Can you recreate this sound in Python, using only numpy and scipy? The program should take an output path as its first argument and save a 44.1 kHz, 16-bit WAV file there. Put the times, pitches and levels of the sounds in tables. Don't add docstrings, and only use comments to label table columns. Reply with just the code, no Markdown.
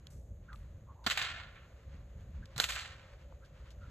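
import sys
import numpy as np
from scipy import signal
from scipy.fft import rfft, irfft
from scipy.io import wavfile
from scipy.ndimage import uniform_filter1d

SR = 44100
rng = np.random.default_rng(int(sys.argv[2]) if len(sys.argv) > 2 else 0)


def to_wav(sig):
    pcm = np.clip(np.atleast_2d(sig), -1, 1) * 32767
    pcm = np.round(pcm).astype(np.int16)
    wavfile.write(sys.argv[1], SR, pcm.T)


N = 171990
TIME, FREQ = np.arange(N) / SR, np.arange(N // 2 + 1) * SR / N

# start in seconds, shock and scatter levels in dB, scatter hold and decay in
# seconds, bass and treble shelves in dB, bounce lag in seconds.
WHIP_CRACKS = [(1.0649, -35, -26, 0.0049, 0.0072, -0.5, -1.5, 0.00282),
               (2.6004, -13.5, -27.5, 0.0016, 0.0034, -2.5, 9, 0.0038)]
# start in seconds, level in dB, decay in seconds,
# treble shelf in dB.
LASH_SNAPS = [(1.041, -56.5, 0.036, 4), (2.562, -44.5, 0.0097, 3), (2.5798, -37.5, 0.0042, 17),
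              (2.587, -38.5, 0.03, 0)]
# start in seconds, level in dB, rise in seconds, pitch in Hz.
AIR_THUMPS = [(1.066, -34, 0.0031, 212), (2.561, -39, .008, 127)]
# start and length in seconds, level in dB, first, middle, last pitch in Hz.
LASH_SWISHES = [(0.476, 0.033, -56.5, 1220, 1500, 1520), (0.494, 0.063, -54, 1490, 1268, 1210),
                (0.863, 0.088, -61.5, 973, 1106, 1090), (0.928, 0.17, -64.5, 921, 954, 960),
                (2.421, 0.033, -58, 1580, 1636, 1480), (3.398, 0.073, -66.5, 1230, 1446, 1800),
                (3.787, 0.1, -65, 1425, 1380, 1420)]
# start in seconds, shock and scatter levels in dB,
# scatter hold and decay in seconds, treble shelf in dB.
SLAP_ECHOES = [(1.1001, -35, -28, 0.00093, 0.0027, -3), (1.108, -31, -28.5, 0.0057, 0.017, -2.5),
               (1.1748, -28, -25.5, 0.0013, 0.0056, -5.5), (1.2, -30, -34, 0.0039, 0.0027, -16),
               (1.2154, -19, -34, 0.004, 0.0026, -24), (2.635, -47, -37, 0.011, 0.014, 1.5),
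               (1.558, -42, -54.5, 0.017, 0.049, -42), (2.6416, -19, -27.5, 0.00063, 0.0012, 2.5),
               (2.689, -53, -39, 0.02, 0.003, 1.5), (2.7613, -22, -37.5, 0.017, 0.01, -45),
               (2.85, -53, -45.5, 0.0072, 0.0073, -28)]
# start in seconds, level in dB, rise and hold in seconds,
# treble shelf in dB.
TREE_ECHOES = [(1.135, -34.5, 0.08, 0.014, -7.5), (2.673, -41, 0.024, 0.06, 3)]
# frequency in Hz, seconds to fall by 60 dB.
TREE_DECAY = [(300, 0.86), (1400, 0.84), (3500, 0.59), (7000, 0.53), (13000, 0.061)]
# start in seconds, level in dB, decay in seconds, centre in Hz.
STALK_TICKS = [(0.07, -45.5, 0.0013, 3500), (0.103, -66, 0.081, 7000), (0.53, -51.5, 0.0032, 1970),
               (0.532, -72.5, 0.082, 8200), (.559, -56, 0.0017, 2960), (2.457, -51.5, 0.0021, 3500),
               (3.325, -55, 0.0027, 730), (3.448, -65.5, 0.018, 3500), (3.706, -59.5, 0.013, 4040)]
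# frequency in Hz, relative level in dB.
CRACK_EQ = [(60, -28), (130, 2.5), (230, -8.5), (450, -5.5), (1000, -4), (1450, 3), (2300, -7.5),
            (4100, -1.5), (5500, -13), (7500, -15), (11000, -26.5), (14000, -25.5)]
ECHO_EQ = [(100, -12), (350, -22), (650, -5), (950, -6.5), (1400, 4), (2300, 2.5), (4100, 2.5), (5500, -8),
           (7500, -4.5), (9700, -20), (12000, -15), (14500, -29)]
GRASS_EQ = [(400, -16.5), (1000, 13.5), (1700, 12.5), (4000, 3), (7500, -8), (13000, -25.5)]
WIND_EQ = [(20, -21.5), (35, -9.5), (60, 3), (90, -3.5), (140, -11), (350, -32.5), (2000, -89.5)]
HISS_EQ = [(100, -10), (300, 8.5), (560, 14), (750, 6), (1100, -13), (1600, -32.5), (4000, -15.5),
           (5200, -33.5), (6600, -3), (8500, -24), (13000, -16.5), (15000, -36.5)]
# time in seconds, level in dB.
GRASS_FADER = [(0, -76.5), (.4, -79.5), (.58, -72), (.8, -78), (1.6, -70.5), (1.95, -67.5), (2.15, -72),
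               (2.5, -68.5), (3.15, -66), (3.38, -75.5), (3.6, -66.5), (3.76, -71.5), (3.9, -67)]
WIND_FADER = [(0, -53), (.14, -48), (.3, -51), (.52, -49), (.82, -50), (.95, -55), (1.2, -52), (1.8, -54),
              (1.93, -47), (2.2, -50), (2.36, -48), (2.41, -40), (2.46, -51), (3.15, -55), (3.7, -53),
              (3.85, -45), (3.9, -49)]
HUM_FADER = [(0, -77.5), (2.9, -71), (3.2, -64), (3.7, -70.5)]
# frequency in Hz, lag of the right in radians,
# unrelated share from 0 to 1, sensitivity to direction from 0 to 1.
MIC_PORTS = [(280, 0, .002, .01), (650, .05, .2, .7), (1500, .15, .08, .6), (2500, .9, .4, 1),
             (4200, 1.0, .42, 1), (5100, 3.2, .48, .8), (6000, 5.4, .33, .1), (6900, 6.3, .04, 0),
             (7600, 6.6, .15, 0), (9700, 9.4, .05, 0), (11000, 11.0, .45, 0), (12300, 12.6, .1, 0),
             (13600, 13.2, .5, 0)]
LAG, UNRELATED, DIRECTION = 1, 2, 3

SHOCK_S, ATTACK_S = .0002, .0007
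BOUNCE_DB, BOUNCE_HZ = -8, 3500
WASH_DB, WASH_DECAY_S = -10, 0.044
TRUNKS_PER_S, TRUNK_DB = 500, -5
TREE_FLUTTER_DB, CLUMP_DB = -1.2, 1.5
TWIG_SPREAD_DB, STALK_SPREAD_DB = 2, 2.4
SWISH_WIDTH_HZ = 240
HISS_DB, HUM_HZ, HUM_WIDTH_HZ = -69, 549, 73
CRACK_PAN_DB, ECHO_PAN_DB = -5, -2
BASS_HZ, TREBLE_HZ, TOP_HZ = 500, 4860, 14200


def whip():
    out = 0
    for start, shock_db, db, hold, decay, bass_db, treble_db, lag in WHIP_CRACKS:
        burst = shock(start, shock_db) + amp(db) * envelope(start, hold, decay) * grains()
        wash = amp(db + WASH_DB) * envelope(start, 0, WASH_DECAY_S) * grains(TWIG_SPREAD_DB)
        out += colour(bounce(burst, lag), CRACK_EQ, bass_db, treble_db)
        out += colour(wash, ECHO_EQ, 0, treble_db)
    for start, db, decay, treble_db in LASH_SNAPS:
        snap = amp(db) * envelope(start, 0, decay) * grains()
        out += colour(snap, CRACK_EQ, 0, treble_db)
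    return pan(out, CRACK_PAN_DB)


def shock(start, db):
    ramp = 2 * (TIME - start) / SHOCK_S - 1
    gate = np.clip((1 - abs(ramp)) * SHOCK_S * SR / 2 + .5, 0, 1)
    return -ramp * gate * amp(db)


def bounce(x, lag):
    late_path = amp(BOUNCE_DB) * np.exp(-2j * np.pi * FREQ * lag) / (1 + (FREQ / BOUNCE_HZ) ** 2)
    return irfft(rfft(x) * (1 + late_path), N)


def thumps():
    out = 0
    for start, db, rise, hz in AIR_THUMPS:
        age = np.maximum(TIME - start, 0)
        punch = amp(db) * age / rise * np.exp(1 - age / rise)
        out += punch * np.sin(2 * np.pi * hz * age)
    return out


def swishes():
    out = 0
    for start, length, db, *pitches in LASH_SWISHES:
        progress = np.clip((TIME - start) / length, 0, 1)
        hz = np.interp(progress, [0, .5, 1], pitches)
        phase = 2 * np.pi * np.cumsum(hz) / SR
        noise = rfft(rng.standard_normal((2, N)))
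        eddies = unit(irfft(noise / (1 + (2 * FREQ / SWISH_WIDTH_HZ) ** 2), N))
        whistle = eddies[0] * np.cos(phase) + eddies[1] * np.sin(phase)
        out += amp(db) * np.sin(np.pi * progress) * whistle
    return pan(out, ECHO_PAN_DB)


def slaps():
    out = 0
    for start, shock_db, db, hold, decay, treble_db in SLAP_ECHOES:
        scatter = amp(db) * envelope(start, hold, decay) * grains(TWIG_SPREAD_DB)
        out += colour(shock(start, shock_db) + scatter, ECHO_EQ, 0, treble_db)
    return pan(out, ECHO_PAN_DB)


def tree_line():
    out = 0
    octaves_hz = 250 * 2. ** np.arange(7)
    for (start, db, rise, hold, treble_db), (*_, lag) in zip(TREE_ECHOES, WHIP_CRACKS):
        twigs = grains(TWIG_SPREAD_DB)
        trunks = amp(TRUNK_DB) * grains(per_s=TRUNKS_PER_S)
        wood = unit(bounce(twigs + trunks, lag))
        clumps = amp(TREE_FLUTTER_DB * wander(250) + CLUMP_DB * wander(70))
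        echoes = rfft(colour(wood * clumps, ECHO_EQ, 0, treble_db))
        swell = amp(db) * np.clip((TIME - start) / rise, 0, 1)
        age = np.maximum(TIME - start - rise - hold, 0)
        for hz in octaves_hz:
            crossover = on_log(list(zip(octaves_hz, octaves_hz == hz)), FREQ)
            tail = amp(-60 * age / on_log(TREE_DECAY, hz))
            out += irfft(echoes * crossover, N) * swell * tail
    return pan(out, ECHO_PAN_DB)


def grass():
    rustle = colour(grains(STALK_SPREAD_DB), GRASS_EQ) * fader(GRASS_FADER, 2 * wander(26))
    ticks = sum(amp(db) * envelope(start, 0, decay) * band(grains(STALK_SPREAD_DB), hz, 0.97 * hz)
                for start, db, decay, hz in STALK_TICKS)
    return rustle + ticks


def background():
    buffet_db, waver_db, breeze_db = 1.5 * wander(30), 2 * wander(7), 1.2 * wander(6)
    rumble = colour(rng.standard_normal(N), WIND_EQ) * fader(WIND_FADER, buffet_db)
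    hum = band(grains(), HUM_HZ, HUM_WIDTH_HZ) * fader(HUM_FADER, waver_db)
    hiss = colour(grains(), HISS_EQ) * amp(HISS_DB + breeze_db)
    return rumble + hum + hiss


def grains(spread_db=0, per_s=SR):
    arrivals = rng.standard_normal((2, N)) * (rng.random(N) < per_s / SR)
    sizes = amp(spread_db * rng.exponential(size=N))
    mid, side = rfft(unit(arrivals * sizes))
    share = ports(UNRELATED) / 2
    return irfft(mid * np.sqrt(1 - share) + side * np.sqrt(share) * np.array([[1], [-1]]), N)


def colour(x, curve, bass_db=0, treble_db=0):
    db = on_log(curve, FREQ)
    db -= 10 * np.log10(np.mean(amp(db) ** 2))
    db += bass_db / (1 + (FREQ / BASS_HZ) ** 4)
    db += treble_db * (1 - 1 / (1 + (FREQ / TREBLE_HZ) ** 4))
    cepstrum = irfft(np.log(amp(db)), N)
    cepstrum[1:N // 2] *= 2
    cepstrum[N // 2 + 1:] = 0
    return irfft(rfft(x) * np.exp(rfft(cepstrum)), N)


def band(x, hz, width_hz):
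    detuning = (FREQ ** 2 - hz ** 2) / ((FREQ + 1) * width_hz)
    return unit(irfft(rfft(x) / (1 + detuning ** 2), N))


def envelope(start, hold, decay):
    return np.exp(np.minimum(TIME - start, 0) / ATTACK_S - np.maximum(TIME - start - hold, 0) / decay)


def fader(ride, wobble_db):
    return amp(np.interp(TIME, *np.array(ride).T) + wobble_db)


def wander(per_s):
    step = max(int(SR / per_s), 2)
    stairs = rng.standard_normal(N)[np.arange(N) // step]
    return unit(uniform_filter1d(uniform_filter1d(stairs, step), step))


def pan(x, pan_db):
    return irfft(rfft(x) * amp(ports(DIRECTION) * np.array([[pan_db], [-pan_db]]) / 2), N)


def ports(column):
    return on_log(np.array(MIC_PORTS)[:, [0, column]], FREQ)


def on_log(curve, hz):
    points_hz, values = np.array(curve).T
    return np.interp(np.log(hz + 1), np.log(points_hz), values)


def amp(db):
    return 10 ** (np.asarray(db) / 20)


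def unit(x):
    return x / np.sqrt(np.mean(x ** 2))


def scene():
    return whip() + thumps() + slaps() + tree_line() + swishes() + grass() + background()


def record(dry):
    phase_shift = np.exp(1j * ports(LAG) * np.array([[1], [-1]]) / 2)
    stereo = irfft(rfft(dry) * phase_shift, N)
    high_cut = signal.ellip(8, .2, 70, TOP_HZ, fs=SR, output="sos")
    return signal.sosfilt(high_cut, stereo)


dry = scene()
out = record(dry)
to_wav(out)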